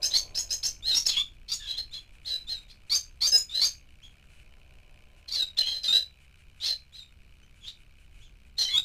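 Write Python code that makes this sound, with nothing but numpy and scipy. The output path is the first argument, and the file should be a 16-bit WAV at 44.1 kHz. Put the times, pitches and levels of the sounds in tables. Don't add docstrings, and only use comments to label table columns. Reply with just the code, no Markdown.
import sys
import numpy as np
from scipy import signal
from scipy.fft import rfft, irfft
from scipy.io import wavfile
from scipy.ndimage import map_coordinates

SR = 44100
rng = np.random.default_rng(int(sys.argv[2]) if len(sys.argv) > 2 else 0)


def master(y):
    cut = np.clip(np.atleast_2d(y).T, -1, 1)
    pcm = np.round(cut * 32767)
    wavfile.write(sys.argv[1], SR, pcm.astype(np.int16))


N = 389844
TIME = np.arange(N) / SR

# pitch_hz, level_db
HUM_TONES = [(68, -63.5), (91, -75), (136, -71), (205, -78)]
# frequency_hz, relative_density_db
RUMBLE_SPECTRUM = [(10, 2), (25, 2.5), (50, -3), (90, -9.5), (160, -21.5), (300, -26.5), (600, -34.5),
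                   (1100, -40.5), (1900, -49)]
HISS_SPECTRUM = [(1500, 7.5), (2500, 0), (4000, 7), (6000, 0.5), (9000, -11), (12000, -2), (15500, -4)]
# time_s, relative_db
RUMBLE_ENVELOPE = [(0, -52.5), (.8, -49.5), (1.6, -53.5), (3.9, -56), (6.2, -58.5), (8.84, -53.5)]
# peak_s, half_width_s, level_db
DUCT_GUSTS = [(0, 0.39, -58), (2.701, .5, -80), (5.0, 0.58, -71)]
# pitch_hz, relative_db
DUCT_MODES = [(573, -14), (609, -9.5), (690, -14.5), (764, -13.5), (1024, -12)]
# frequency_hz, bandwidth_hz, relative_db
HOUSING_MODES = [(1460, 410, -5), (2294, 200, 5), (2530, 210, 5.5), (2980, 200, 2.5), (4050, 840, -9),
                 (8700, 3500, -17)]
# pitch_multiple, relative_db
SYRINX_PARTIALS = [(.5, -26), (1.5, -20.5), (2, -19.5), (2.5, -24.5), (3, -32.5)]
# frequency_hz, gain_db
THROAT_RESPONSE = [(1600, -7), (2300, 2), (5200, 5), (6600, 0), (7600, 3.5), (9000, -9), (11500, -1.5),
                   (13000, -2), (15500, -12.5)]
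# start_s, lead_s, loud_s, pitch_hz, top_hz, lead_db, loud_db, top_db, hoarseness
CHIRP_CALLS = [ (0.019, 0.012, 0.024, 4990, 6344, -37.5, -25, -26.5, 0.48),
               (.130, .010, .032, 4110, 6400, -33, -20.5, -27, .33),
               (.347, .026, .016, 5150, 6520, -35, -24.5, -26.5, .55),
               (.492, 0.015, .021, 5036, 6510, -47, -28.5, -26.5, 0.56),
               (.630, 0.023, .012, 5360, 6230, -30, -24, -29, 0.64),
               (.942, 0.029, .016, 5453, 6200, -27.5, -20.5, -35, 0.41),
               (1.055, .011, 0.0054, 5240, 6660, -31, -16.5, -27, 0.48),
               (1.483, .035, .016, 4556, 6820, -38.5, -26, -30, 0.82),
               (2.898, .019, .034, 4470, 6320, -31, -22, -24, .3),
               (3.208, .012, 0.049, 4340, 6280, -33, -23.5, -22, .38),
               (3.596, .021, .035, 4400, 6400, -35, -21, -25.5, .32), ]
# start_s, length_s, first_hz, last_hz, level_db, swell_db, hoarseness
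SQUEAK_CALLS = [ (0.106, 0.016, 3590, 4040, -39, 13, 0.33), (.908, 0.041, 3930, 3798, -27.5, 0.5, 0.2),
                (1.084, 0.017, 4280, 4185, -26.5, 8, 0.6), (1.116, 0.057, 3416, 2780, -36.5, -5, 0.5),
                (1.169, 0.037, 3276, 3528, -25.5, -1, 0.13), (1.598, 0.095, 3590, 3250, -46, 2, 0.33),
                (1.601, 0.064, 1746, 1670, -56.5, 4, .1), (1.675, 0.039, 3970, 4005, -36, 8, 0.18),
                (1.702, 0.051, 3333, 3216, -42.5, 1, .17), (1.942, 0.049, 3454, 3386, -45.5, -7, 0.18),
                (3.323, 0.042, 5097, 5077, -19.5, 5.5, .04), (3.363, 0.025, 6430, 6980, -29.5, 12, 0.17),
                (3.496, 0.068, 3550, 3945, -39.5, 4, 0.16), (3.55, 0.063, 4020, 4130, -29.5, -6.5, 0.16),
                (5.284, .012, 4290, 3910, -38.5, 1, 0.38), (5.417, 0.013, 3900, 3794, -25.5, 9, 0.07),
                (5.574, 0.0065, 3584, 3600, -30, 1, 0.36), (5.588, 0.021, 4107, 3995, -26.5, -16.5, 0.21),
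                (5.617, 0.043, 3000, 3105, -37, -6.5, 0.24), (5.663, 0.116, 4140, 4014, -34.5, -4.5, .22),
                (5.672, 0.047, 3200, 3224, -32, -9.5, 0.12), (5.835, 0.0099, 4930, 4800, -40, -6, .5),
                (5.842, .036, 4117, 3960, -32, 0, 0.5), (5.883, 0.044, 3680, 3694, -24.5, -3, 0.08),
                (5.928, 0.049, 3902, 3906, -21.5, 1, .14), (5.979, 0.037, 4047, 3930, -37, -8, 0),
                (7.432, 0.013, 3030, 3090, -64, -9, 0.12), (7.611, 0.045, 3390, 3305, -54, 22, .2),
                (8.574, 0.0084, 3740, 3950, -43, 12, .4), (8.587, 0.015, 4170, 4116, -24.5, -7, .15),
                (8.612, 0.017, 4160, 4027, -26.5, 4, 0.51), (8.593, 0.057, 6070, 5565, -35.5, -2, 0.42),
                (8.651, 0.045, 3150, 3070, -37, -8, 0.09), (8.68, 0.036, 3920, 4240, -34.5, -4, 0.16),
                (8.688, .062, 2050, 2220, -47, -10, 0.12), (8.711, 0.045, 3458, 3325, -29.5, 13.5, 0.06),
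                (8.76, 0.023, 3488, 3796, -23.5, 12, 0.05), ]
# start_s, rise_s, fall_s, crest_hz, end_hz, crest_db, end_db, hoarseness
PEEP_CALLS = [ (.826, 0.045, 0.023, 4243, 4084, -27, -20.5, 0.16),
              (1.767, 0.013, 0.023, 4120, 4100, -28, -34.5, 0.3),
              (1.913, 0.03, 0.027, 4226, 4010, -37.5, -49.5, 0.4),
              (2.247, .018, 0.1, 4148, 3966, -35.5, -29, 0.29),
              (2.469, 0.032, 0.091, 4170, 3754, -32, -49.5, 0.26),
              (2.680, 0.028, 0.014, 4180, 4450, -49.5, -55, 1.1),
              (4.020, 0.015, 0.038, 3280, 3260, -51, -51, 0.14),
              (5.297, 0.028, .085, 4623, 3936, -30.5, -27.5, 0.49),
              (6.602, 0.046, 0.0693, 4210, 4112, -28, -26, .8),
              (6.923, 0.028, 0.088, 4100, 3676, -45, -53, 0.33),
              (7.650, .031, 0.0248, 3845, 3380, -36.5, -52.5, 0.62),
              (8.202, 0.028, 0.043, 3470, 3130, -56, -65, 0.37), ]
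# delay_s, gain_db
BOARD_ECHOES = [(.0023, -20.5), (.0051, -9.5), (.0087, -17.5)]

CALM_RUSH_DB = -82.5


def from_db(db):
    return 10 ** (np.asarray(db) / 20)


def unit_rms(x):
    return x / np.sqrt(np.mean(x ** 2) + 1e-20)


def interpolate(rows, positions):
    axis, *columns = np.transpose(rows)
    return [np.interp(positions, axis, column) for column in columns]


def white(size):
    return rng.standard_normal(max(size, SR // 2))[:size]


def wobble(hz, size):
    lowpass = signal.butter(2, hz, fs=SR, output="sos")
    return unit_rms(signal.sosfilt(lowpass, white(size + SR // 10))[-size:])


def band_noise(low_hz, high_hz, size):
    bandpass = signal.butter(2, [low_hz, high_hz], "band", fs=SR, output="sos")
    return unit_rms(signal.sosfilt(bandpass, white(size)))


def coloured_noise(spectrum):
    hz, db = np.transpose(spectrum)
    bins_hz = np.maximum(np.arange(N // 2 + 1) * SR / N, 1)
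    gain = from_db(np.interp(np.log(bins_hz), np.log(hz), db))
    rolloff = np.minimum(1, hz[-1] / bins_hz) ** 2
    return unit_rms(irfft(rfft(white(N)) * gain * rolloff, N))


def resonance(x, hz, width_hz):
    radius = np.exp(-np.pi * width_hz / SR)
    feedback = [1, -2 * radius * np.cos(2 * np.pi * hz / SR), radius ** 2]
    return signal.lfilter(np.array([1, 0, -1]) * (1 - radius ** 2) / 2, feedback, x)


def tones(lines, waver_rad):
    return sum(np.sqrt(2) * from_db(db) * np.sin(2 * np.pi * hz * TIME + waver_rad * wobble(28, N))
               for hz, db in lines)


def rush_level():
    gusts = sum(from_db(db) * np.exp(-.5 * ((TIME - peak_s) / half_width_s) ** 2)
                for peak_s, half_width_s, db in DUCT_GUSTS)
    return 20 * np.log10(from_db(CALM_RUSH_DB) + gusts)


def fan(rush_db, rumble_boost_db=2, hiss_db=-76):
    rumble_db = interpolate(RUMBLE_ENVELOPE, TIME)[0] + rumble_boost_db + wobble(2.6, N)
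    rumble = from_db(rumble_db) * coloured_noise(RUMBLE_SPECTRUM)
    duct = from_db(-3) * band_noise(290, 790, N) + tones(DUCT_MODES, waver_rad=.48)
    hum = tones(HUM_TONES, waver_rad=.58)
    hiss = from_db(hiss_db) * coloured_noise(HISS_SPECTRUM)
    return hum + rumble + from_db(rush_db) * duct + hiss


def rattle(rush_db, rotation_hz=64.3, touch_s=.0014, calm_db=-65.5, gust_share=.15):
    turns = np.cumsum(rotation_hz * (1 + .036 * wobble(5.7, N))) / SR
    from_touch_s = (turns % 1 - .5) / rotation_hz
    scrape = np.exp(-.5 * (from_touch_s / touch_s) ** 2) * from_db(2 * wobble(25, N))
    looseness = np.clip(wobble(6.6, N), 0, 1)
    rubbing = np.maximum(from_db(-14), from_db(-5.5) * looseness)
    force = np.maximum(scrape, rubbing) * white(N)
    housing = sum((-1) ** k * from_db(db) * resonance(force, hz, width_hz)
                  for k, (hz, width_hz, db) in enumerate(HOUSING_MODES))
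    sizzle = from_db(-74) * looseness * band_noise(5900, 10200, N)
    level_db = calm_db + gust_share * (rush_db - CALM_RUSH_DB)
    return from_db(level_db) * unit_rms(housing) + sizzle


def syrinx(stages, edge_s=.002, quaver_hz=80, quaver_db=1.7, quaver_rate_hz=110,
           warble_hz=270, flutter_rate_hz=400, buzz_cycles=5, rasp_db=-28, soft_db=-38):
    start_s, end_s = stages[0][0] - edge_s, stages[-1][0] + edge_s
    span = np.arange(max(int(start_s * SR), 0), min(int(end_s * SR), N))
    t, size = TIME[span], len(span)
    hz, db, hoarse = interpolate(stages, t)
    hoarse = np.clip(hoarse, 0, 1)
    unsteady = np.clip(hoarse / .2, 0, 1)
    hz = hz + unsteady * quaver_hz * wobble(quaver_rate_hz, size)
    db = db + unsteady * quaver_db * wobble(quaver_rate_hz, size)
    phase = 2 * np.pi * np.cumsum(hz + warble_hz * hoarse * wobble(flutter_rate_hz, size)) / SR
    buzz = np.cos(phase / buzz_cycles)
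    phase = phase + hoarse ** 2 * buzz
    tone = np.sin(phase)
    harmonic_gain = from_db(.46 * np.maximum(soft_db - db, 0))
    doubling = np.clip(4 * hoarse - .2, 0, 1)
    for multiple, partial_db in SYRINX_PARTIALS:
        throat_db = interpolate(THROAT_RESPONSE, hz * multiple)[0]
        gain = (doubling if multiple % 1 else harmonic_gain) * from_db(partial_db + throat_db)
        tone += gain * np.sin(phase * multiple) * (hz * multiple < SR / 2)
    tone += hoarse * from_db(rasp_db) * band_noise(3500, 12000, size)
    shimmer = .25 * wobble(flutter_rate_hz, size)
    pulsing = unit_rms(np.exp(hoarse * (shimmer + buzz)))
    gate = np.clip(np.minimum(t - start_s, end_s - t) / edge_s, 0, 1)
    voice = np.zeros(N)
    voice[span] = np.sqrt(2) * from_db(db) * gate * pulsing * tone
    return voice


def chirp(start_s, lead_s, loud_s, pitch_hz, top_hz, lead_db, loud_db, top_db, hoarse,
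          attack_s=.003, climb_hz_per_s=10000, flip_s=.0015, fade_s=.026):
    loud_at_s = start_s + max(lead_s, 2 * attack_s)
    flip_at_s = loud_at_s + loud_s
    onset_hoarse = .85 * hoarse
    return syrinx([(start_s, 3975, lead_db - 6.5, onset_hoarse),
                   (start_s + (loud_at_s - start_s) / 3, .98 * pitch_hz, lead_db + 1.5, onset_hoarse),
                   (loud_at_s - attack_s, pitch_hz - climb_hz_per_s * attack_s, lead_db, hoarse),
                   (loud_at_s, pitch_hz, loud_db, onset_hoarse),
                   (flip_at_s, pitch_hz + climb_hz_per_s * loud_s, loud_db - 3.5, hoarse),
                   (flip_at_s + flip_s, top_hz, top_db, hoarse),
                   (flip_at_s + flip_s + fade_s, top_hz, top_db - 7.5, .54 * hoarse)])


def beak(voice):
    return voice - .77 * resonance(voice, hz=8000, width_hz=1300)


def aviary(direct, t60_s=.2, build_s=.019, tail_db=-5.5):
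    t = TIME[:SR // 2]
    tail = white(len(t)) * from_db(-60 * t / t60_s) * np.clip(t / build_s, 0, 1)
    response = from_db(tail_db) * tail / np.sqrt(np.sum(tail ** 2))
    response[0] += 1
    for delay_s, gain_db in BOARD_ECHOES:
        response[int(delay_s * SR)] += from_db(gain_db)
    return signal.fftconvolve(direct, response)[:N]


def squeak(start_s, length_s, first_hz, last_hz, level_db, swell_db, hoarse,
           attack_s=.004, release_s=.008):
    end_s = start_s + length_s
    first_db, last_db = level_db - swell_db / 2, level_db + swell_db / 2
    return syrinx([(start_s - attack_s, first_hz, first_db - 12, hoarse),
                   (start_s, first_hz, first_db, hoarse),
                   (end_s, last_hz, last_db, hoarse),
                   (end_s + release_s, last_hz, last_db - 14, hoarse)])


def peep(start_s, rise_s, fall_s, crest_hz, end_hz, crest_db, end_db, hoarse,
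         crack_after_s=.024, crack_width_s=.0065, crack_hz=589, crack_dip_db=9):
    scoop = (start_s, .82 * crest_hz, crest_db - 19.5, hoarse / 2)
    progress = np.linspace(0, 1, 20)
    crack = hoarse * np.exp(-.5 * ((fall_s * progress - crack_after_s) / crack_width_s) ** 2)
    hz = end_hz + (crest_hz - end_hz) * (1 - progress) ** 1.6 + crack_hz * crack
    db = crest_db + (end_db - crest_db) * progress - crack_dip_db * crack
    roughness = hoarse * (.67 * (1 - progress ** 2) + .12 * progress ** 2) + crack
    return syrinx([scoop, *zip(start_s + rise_s + fall_s * progress, hz, db, roughness)])


def scene():
    rush_db = rush_level()
    chirps = sum(chirp(*row) for row in CHIRP_CALLS)
    squeaks = sum(squeak(*row) for row in SQUEAK_CALLS)
    peeps = sum(peep(*row) for row in PEEP_CALLS)
    mono = fan(rush_db) + rattle(rush_db) + aviary(beak(chirps + squeaks + peeps))
    return np.array([mono, mono])


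def record(dry, slip_s=.00002, slip_hz=1152, cutoff_hz=15400):
    read_at = (TIME + slip_s * (TIME * slip_hz % 1)) * SR
    slipped = np.array([map_coordinates(channel, [read_at], order=3, mode="nearest") for channel in dry])
    lowpass = signal.ellip(10, .1, 80, cutoff_hz, fs=SR, output="sos")
    return signal.sosfilt(lowpass, slipped)


dry = scene()
out = record(dry)
master(out)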